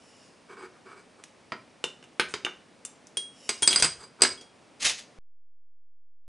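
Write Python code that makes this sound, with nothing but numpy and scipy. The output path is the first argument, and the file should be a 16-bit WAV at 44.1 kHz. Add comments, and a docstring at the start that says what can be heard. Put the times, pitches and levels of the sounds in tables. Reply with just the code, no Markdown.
"""Chopsticks, china and a sliding spoon

Chopsticks pick food off a platter in a small, quiet room; a china spoon slides over the table and is set down.
Clacks, touches on a sauce bowl and rattles on the spoon are noise bursts that knock through the table,
with decaying sines for the ring. Streams of tiny clicks make the slides, scrapes and a faint breath-like hiss.
Something rubs close to the microphone over faint filtered room noise, then the input is switched off."""
import sys
import numpy as np
from scipy import signal
from scipy.fft import rfft, irfft, next_fast_len
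from scipy.io import wavfile
from scipy.ndimage import map_coordinates

SR = 44100
rng = np.random.default_rng(int(sys.argv[2]) if len(sys.argv) > 2 else 0)


def output_pcm(signal):
    """Save a mono or channel-first signal as 16-bit PCM at the path in sys.argv[1].

    Samples are clipped to [-1, 1] before scaling.
    """
    pcm = np.clip(np.atleast_2d(signal).T, -1, 1) * 32767
    wavfile.write(sys.argv[1], SR, np.round(pcm).astype(np.int16))


N = 276933
TIME = np.arange(N) / SR  # s

# contacts on the china spoon: start_s [s], relative knock_db [dB], hardness [treble slope, dB/octave],
# relative ring_db [dB]
SPOON_CONTACTS = [(1.5205, 11, -12, -33.5), (2.3392, 9, -4, -30), (3.4915, 11, 0.5, -18),
                  (3.6755, 13.5, 0.5, -4.5), (3.7598, 10, -1.5, -8), (3.8238, 15.5, 0.5, -9),
                  (3.832, 3, -0.5, -29), (3.845, 8, -1.5, -10.5), (4.208, -2, -6, -37),
                  (4.2197, 17, 1.2, -5.5), (4.2353, 13.5, -2, -7), (4.2492, 15, -3, -19)]
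# contacts on the sauce bowl: start_s [s], relative knock_db [dB], hardness [dB/octave], relative ring_db [dB]
BOWL_CONTACTS = [(3.1705, 2, -1.5, -23.5), (3.622, 0, 2.5, -29), (3.6295, 2, 0.5, -21.5),
                 (3.708, 7.5, -2, -25.5), (3.799, 5, 0.5, -33.5), (4.376, -40, -4, -47),
                 (4.411, -13, -2, -54)]
# short bright clacks, the two loud ones likely a touch on the platter, the faint ones sticks:
# start_s [s], relative knock_db [dB], hardness [dB/octave], relative ring_db [dB]
CLACKS = [(1.8405, 10.5, -3, -16), (2.027, -9.5, -6.5, -43.5), (2.04, -17, -3, -44), (2.4485, 9, -5, -15.5),
          (2.8505, -10.5, 3.5, -41), (2.8585, -19, 5, -60)]
# damped knocks without ring, the loudest perhaps the spoon set down on the table:
# start_s [s], relative knock_db [dB], hardness [dB/octave]
DULL_KNOCKS = [(2.1968, 19.5, -5), (2.465, 12, -24), (3.729, 6.5, 2)]
# small dry ticks of the chopstick tips: start_s [s], relative knock_db [dB], hardness [dB/octave]
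TIP_TICKS = [(1.2385, -11.5, 0.5), (3.07, -34.5, 8.5)]

# colour of each kind of knock: pitch_hz [Hz], level_db [dB]
SPOON_KNOCK_COLOUR = [(400, 0), (1400, -2.5), (3400, 0.5), (6300, -0.5), (9600, -9.5)]
BOWL_KNOCK_COLOUR = [(400, 3.5), (1400, -13), (3400, -1.5), (6300, 5), (9600, -5.5)]
CLACK_COLOUR = [(400, -1.5), (1400, -6), (3400, -13.5), (6300, 1), (9600, -7.5)]
DULL_KNOCK_COLOUR = [(400, -6.5), (1400, -1.5), (3400, 6.5), (6300, -5), (9600, -2.5)]
TIP_KNOCK_COLOUR = [(400, -8), (1400, 1), (3400, 2), (6300, 7.5), (9600, -8)]
# a sharp contact carries little bass: pitch_hz [Hz], level_db [dB]
CONTACT_BASS_LOSS = [(40, -17), (110, -10.5), (230, -3.5), (390, 2.5), (700, -3), (1300, 0), (11000, -2)]
# the treble slope of a contact runs between these two pitches; the second is also the top of the sound
SOFTEN_ABOVE_HZ, CUTOFF_HZ = 1580, 10950

# resonances of the table with the dishes on it: pitch_hz [Hz], width_hz [Hz], level_db [dB]
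TABLE_RESONANCES = [(400, 24, -2), (447, 20, -10), (974, 13, -14), (1253, 140, -4), (1515, 280, -4.5),
                    (1800, 13, -7.5), (2250, 68, 2)]
# ringing modes of the spoon, the bowl and the clacks: pitch_hz [Hz], level_db [dB], t60_s [s]
SPOON_MODES = [(2240, -24, 0.18), (4280, -16.5, 0.073), (4797, -13, 0.14), (4840, -6.5, 0.15),
               (4866, -1.5, 0.04), (5082, -18.5, 0.2), (6180, -12, .07), (7734, -6.5, .06),
               (8160, -3.5, 0.079), (8224, -2, .04), (9120, -8, 0.021), (10385, -25, .07)]
BOWL_MODES = [(3284, -6, 0.31), (3290, -0.5, .09), (5253, -16.5, .08), (6100, -23.5, .25), (8656, -8, .28),
              (9210, 7, 0.033), (10400, -15, 0.081)]
CLACK_MODES = [(2814, -3.5, 0.061), (2920, -0.5, 0.031), (2950, -20, 0.07), (3573, -7, 0.083),
               (5885, -7.5, 0.031), (7450, 2.5, 0.025), (8600, -7, 0.044), (9520, -6.5, 0.034)]

# pushes that slide the spoon over the table; the one at 3.986 is a brighter scuff of a tip:
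# start_s at full grip [s], length_s [s], level_db [dB], spoon ring relative to the push, ring_db [dB]
SPOON_SLIDES = [(0.492, 0.04, -44.5, -18), (0.571, 0.082, -43, -18), (0.743, 0.027, -57, -21),
                (0.857, .075, -47.5, -18.5), (0.952, 0.049, -53, -9.5), (1.184, 0.016, -56, -12.5),
                (3.986, 0.056, -50.5, 0.5), (4.194, 0.037, -45.5, -16.5)]
# chopstick tips drag on china between contacts: start_s at full grip [s], length_s [s], level_db [dB],
# bowl ring relative to the drag, ring_db [dB]
TIP_SCRAPES = [(2.285, 0.037, -50.5, -28), (3.623, 0.0074, -30, -3), (3.717, 0.08, -36.5, 0),
               (3.831, 0.023, -25.5, -12)]
# colour of the dragging tips: pitch_hz [Hz], level_db [dB]
TIP_SCRAPE_COLOUR = [(200, -0.5), (1500, 4), (3000, 0), (5000, -3.5), (7000, 1), (9400, 4.5), (10500, -17),
                     (13000, -22)]
# faint breath-like hisses: start_s at full swell [s], length_s [s], level_db [dB]
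BREATHY_HISSES = [(0.059, 0.2, -62), (3.442, .14, -53)]
# resonances of the hiss before they sink: pitch_hz [Hz], width_hz [Hz], level_db [dB]
HISS_RESONANCES = [(3000, 97, 4), (3824, 120, -7), (5430, 600, 0), (7100, 700, -8), (9270, 500, -12.5)]
HISS_SAG_OCTAVES_PER_S = 0.4
# pushes of a dry rub close to the microphone: start_s at full grip [s], length_s [s], level_db [dB]
CLOSE_RUBS = [(4.807, 0.012, -39), (4.823, 0.0071, -28.5), (4.851, 0.017, -21), (4.882, 0.022, -28),
              (4.986, .008, -41.5)]
# colour of the close rub: pitch_hz [Hz], level_db [dB]
CLOSE_RUB_COLOUR = [(25, -5), (60, -19), (100, -13), (464, -11), (576, -10), (905, -10), (1570, -4.5),
                    (1990, 1), (2670, 1), (6220, 0.5), (11000, -9.5), (14300, -56.5), (22000, -120)]

# decay time of the room: pitch_hz [Hz], t60_s [s]
ROOM_DECAY = [(150, 0.65), (400, 0.27), (1000, 0.32), (3000, 0.27), (8000, 0.32), (12000, 0.14)]
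# how differently the direct sound reaches the two microphones: pitch_hz [Hz], side_db [dB]
DIRECT_SIDE = [(100, -8), (1000, -9.5), (3000, 2.5), (10000, 2.5)]
# colour of the room noise: pitch_hz [Hz], level_db [dB]
AIR_COLOUR = [(18, -35.5), (30, -14), (48, -22), (96, -8.5), (245, -0.5), (373, -5.5), (501, -3.5),
              (1490, -13.5), (2380, -14), (3990, -19.5), (5650, -20), (6550, -24), (9480, -24.5),
              (11000, -35), (14300, -58), (22000, -120)]
# width of the room noise: pitch_hz [Hz], side relative to mid, side_db [dB]
AIR_SIDE = [(50, -19), (200, -9), (1000, -8), (3000, -16.5), (9000, -25.5)]
AIR_DB = -57.5
SWITCH_OFF_S = 5.187


def knocks(hits, spectrum, crack_t60, body_t60, body_db):
    """A contact is a sharp crack and a short dense shudder of dish and table, brighter the harder it is."""
    out = np.zeros(N)
    size = SR // 8
    for start_s, knock_db, hardness, *_ in hits:
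        crack = burst(crack_t60, size)
        body = from_db(body_db) * burst(body_t60, size)
        treble_db = hardness * np.log2(CUTOFF_HZ / SOFTEN_ABOVE_HZ)
        treble = [(SOFTEN_ABOVE_HZ, 0), (CUTOFF_HZ, treble_db)]
        start = round(start_s * SR)
        blow = colour(crack + body, spectrum, treble, CONTACT_BASS_LOSS)
        out[start:start + size] += from_db(knock_db) * blow
    return from_db(-6) * (out + from_db(-3.0) * on_table(out))


def ringing(hits, modes, main_hz, hardness_effect, gain_db):
    """Contacts excite the object's modes; the harder the contact, the stronger those above the main one."""
    start_s, _, hardness, ring_db = np.transpose(hits)
    starts = np.round(start_s * SR).astype(int)
    out = np.zeros(N)
    for hz, mode_db, t60 in modes:
        octaves_up = max(np.log2(hz / main_hz), 0)
        uneven_db = rng.standard_normal(len(starts))  # no two contacts strike a mode alike
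        strength_db = ring_db + hardness_effect * hardness * octaves_up + uneven_db
        clicks = np.zeros(N)
        clicks[starts] = from_db(strength_db + mode_db)
        out += ring(clicks, hz, t60)
    return from_db(gain_db) * out


def spoon_slide(grit_db):
    """Fine stick-slip sounds the table and keeps the spoon faintly ringing."""
    start_s, length_s, level_db, ring_db = np.transpose(SPOON_SLIDES)
    shape = dict(attack_s=0.016, swell_db=5.5, release_s=0.01)
    foot = strokes(zip(start_s, length_s, level_db), **shape)
    rim = strokes(zip(start_s, length_s, level_db + ring_db), **shape)
    grains = rms_one(slips(per_s=3800, spread_db=0.5))
    friction = foot * grains
    on_rim = rim * grains
    table_colour = [(200, 3.0), (500, 9.5), (1400, 0), (2400, -7.5), (4000, -8)]  # Hz, dB
    table = rms_one(colour(on_table(friction), table_colour))
    return np.std(friction) * table + on_china(on_rim, SPOON_MODES) + from_db(grit_db) * on_rim


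def tip_scrape():
    """Hard tips chatter over the glaze with a bright grit and keep the bowl ringing."""
    start_s, length_s, level_db, ring_db = np.transpose(TIP_SCRAPES)
    shape = dict(attack_s=0.0045, swell_db=0.5, release_s=0.0098)
    tip = strokes(zip(start_s, length_s, level_db), **shape)
    rim = strokes(zip(start_s, length_s, level_db + ring_db), **shape)
    grit = rms_one(colour(slips(per_s=3000, spread_db=-1.5), TIP_SCRAPE_COLOUR))
    return tip * grit + on_china(rim * grit, BOWL_MODES)


def breathy_hiss():
    """A soft hiss, dense random clicks through resonances that sink in pitch."""
    grains = slips(per_s=12000, spread_db=3.5)
    hiss = sum(from_db(db) * resonance(grains, hz, width) for hz, width, db in HISS_RESONANCES)
    hiss = rms_one(hiss)
    out = np.zeros(N)
    for start_s, length_s, level_db in BREATHY_HISSES:
        rate = 2 ** (-HISS_SAG_OCTAVES_PER_S * np.maximum(TIME - start_s, 0))
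        sagging = map_coordinates(hiss, [np.cumsum(rate)], order=3)  # read ever more slowly
        swell = stroke(start_s, length_s, attack_s=0.2, swell_db=0.3, release_s=0.09)
        out += from_db(level_db) * swell * sagging
    return out


def close_rub():
    """A short, dry, grainy rub made of dense uneven friction clicks."""
    pressure = strokes(CLOSE_RUBS, attack_s=0.017, swell_db=-0.8, release_s=0.014)
    return pressure * rms_one(colour(slips(per_s=6000, spread_db=4), CLOSE_RUB_COLOUR))


def room_noise():
    """Steady dull background of filtered noise, nearly the same in both channels."""
    mid, side = rms_one(colour(rng.standard_normal((2, N)), AIR_COLOUR))
    side = colour(side, AIR_SIDE)
    return from_db(AIR_DB) * (mid + np.array([side, -side]))


def room(x, wet_db, echo_s, echo_db, side_db, spread_db):
    """Direct sound, slightly unlike in the two microphones, one near wall and a diffuse, nearly mono tail."""
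    size = SR // 2
    edges = np.geomspace(60, 15000, 9)  # Hz, eight bands that decay at their own rates
    tail = np.zeros((2, size))
    for low, high in zip(edges, edges[1:]):
        t60 = at_hz(ROOM_DECAY, np.sqrt(low * high))
        band = signal.butter(2, [low, high], "band", fs=SR, output="sos")
        tail += signal.sosfilt(band, [burst(t60, size), burst(t60, size)])
    tail *= from_db(wet_db) * (1 - np.exp(-TIME[:size] / 0.0025))  # the tail builds up over a few ms
    mid, side = signal.fftconvolve(x[None], tail, axes=1)[:, :N]
    echo = from_db(echo_db) * np.interp(TIME - echo_s, TIME, x, left=0)
    spread = signal.fftconvolve(x, colour(burst(0.015, size), DIRECT_SIDE))[:N]
    side = from_db(side_db) * side + from_db(spread_db) * spread
    return x + echo + mid + np.array([side, -side])


def pan(x, right_db):
    """Tilt a stereo pair to the right by a level difference between the channels."""
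    return x * from_db([[-right_db / 2], [right_db / 2]])


def on_table(x):
    """What the table's resonances make of a force."""
    return sum(from_db(db) * resonance(x, hz, width) for hz, width, db in TABLE_RESONANCES)


def on_china(x, modes):
    """What a dish's modes make of a force, at the same rms."""
    return np.std(x) * rms_one(sum(from_db(db) * ring(x, hz, t60) for hz, db, t60 in modes))


def stroke(start_s, length_s, attack_s, swell_db, release_s):
    """Gain of one push: it rises just before start_s, changes by swell_db and dies away after length_s."""
    t = TIME - start_s
    rise = np.clip(1 + t / attack_s, 0, 1) ** 2
    swell = from_db(swell_db * (np.clip(t / length_s, 0, 1) - 1.0))
    release = np.exp(-np.maximum(t - length_s, 0) / release_s)
    return rise * swell * release


def strokes(rows, attack_s, swell_db, release_s):
    """Gain over time of a run of pushes of one shape; the strongest push prevails."""
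    gains = [from_db(db) * stroke(s, length, attack_s, swell_db, release_s) for s, length, db in rows]
    return np.max(gains, axis=0)


def slips(per_s, spread_db):
    """A stream of tiny clicks of uneven size and random sign, as in friction."""
    sizes = from_db(spread_db * np.minimum(rng.exponential(1, N), 4))
    signs = rng.choice([-1, 1], N)
    return sizes * signs * (rng.random(N) < per_s / SR)


def burst(t60, size):
    """Noise of unit energy that dies away by 60 dB in t60 seconds."""
    x = rng.standard_normal(size) * from_db(-60 * TIME[:size] / t60)
    return x / np.linalg.norm(x)


def ring(clicks, hz, t60):
    """A two-pole resonator: a unit click sets a decaying sine of height 1 ringing."""
    r = np.exp(-np.log(1000) / (t60 * SR))
    w = 2 * np.pi * hz / SR
    return signal.lfilter([0, np.sin(w)], [1, -2 * r * np.cos(w), r * r], clicks + 1e-18)


def resonance(x, hz, width):
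    """Two-pole band-pass with gain 1 on top; width in Hz."""
    r = np.exp(-np.pi * width / SR)
    w = 2 * np.pi * hz / SR
    return signal.lfilter(np.array([1, 0, -1]) * (1 - r * r) / 2, [1, -2 * r * np.cos(w), r * r], x)


def colour(x, *spectra):
    """Causal (minimum-phase) filter whose gain is the sum of the (Hz, dB) spectra."""
    size = 2 * next_fast_len(x.shape[-1])
    hz = np.fft.rfftfreq(size, 1 / SR)
    gain = from_db(sum(at_hz(s, hz) for s in spectra))
    cepstrum = irfft(np.log(gain))
    # folding the cepstrum onto positive time gives minimum phase
    cepstrum[1:size // 2] *= 2
    cepstrum[size // 2 + 1:] = 0
    return irfft(rfft(x, size) * np.exp(rfft(cepstrum)))[..., :x.shape[-1]]


def at_hz(points, hz):
    """Read a table along a log-frequency axis."""
    known_hz, values = np.transpose(points)
    return np.interp(np.log(np.maximum(hz, 1)), np.log(known_hz), values)


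def from_db(db):
    """Decibels to gain."""
    return 10 ** (np.asarray(db) / 20)


def rms_one(x):
    """Scale to unit rms."""
    return x / np.sqrt(np.mean(x ** 2) + 1e-20)


def scene():
    """Knocks, friction, hiss and china lean very slightly right; the close rub and tip ticks stay central."""
    thuds = (knocks(SPOON_CONTACTS, SPOON_KNOCK_COLOUR, crack_t60=0.023, body_t60=0.083, body_db=-0.5)
             + knocks(BOWL_CONTACTS, BOWL_KNOCK_COLOUR, crack_t60=0.034, body_t60=0.092, body_db=2.0)
             + knocks(CLACKS, CLACK_COLOUR, crack_t60=0.01, body_t60=0.056, body_db=0.5)
             + knocks(DULL_KNOCKS, DULL_KNOCK_COLOUR, crack_t60=0.013, body_t60=0.08, body_db=-1.0))
    ticks = knocks(TIP_TICKS, TIP_KNOCK_COLOUR, crack_t60=0.0019, body_t60=0.031, body_db=-3)
    clack_ring = ringing(CLACKS, CLACK_MODES, main_hz=2800, hardness_effect=2.87, gain_db=-3.5)
    china = (ringing(SPOON_CONTACTS, SPOON_MODES, main_hz=4760, hardness_effect=2.3, gain_db=-6)
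             + ringing(BOWL_CONTACTS, BOWL_MODES, main_hz=3290, hardness_effect=1.6, gain_db=-2.5))
    sustained = spoon_slide(grit_db=-1.0) + tip_scrape() + breathy_hiss()

    centre = room(thuds + clack_ring + sustained, wet_db=-6.5, echo_s=0.0083, echo_db=-13.0,
                  side_db=-27.5, spread_db=-25.5)
    china_in_room = room(china, wet_db=-6.5, echo_s=0.009, echo_db=-20.0, side_db=-16.5, spread_db=-19)
    near = room(close_rub() + ticks, wet_db=-6, echo_s=0.01, echo_db=-36.0, side_db=-31, spread_db=-28)
    return pan(centre, right_db=0.6) + pan(china_in_room, right_db=0.64) + near + room_noise()


def record(dry):
    """Peaks are rounded; switch-off leaves a faint pop, a steady offset and a trace of sound; the top is cut."""
    rounded = 0.9 * np.tanh(dry / 0.9)
    switched_off = 0.0079 + from_db(-42.0) * dry
    live = np.where(TIME < SWITCH_OFF_S, rounded, switched_off)
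    low_pass = signal.cheby1(14, 0.2, CUTOFF_HZ, fs=SR, output="sos")
    return signal.sosfilt(low_pass, live)


dry = scene()
out = record(dry)
output_pcm(out)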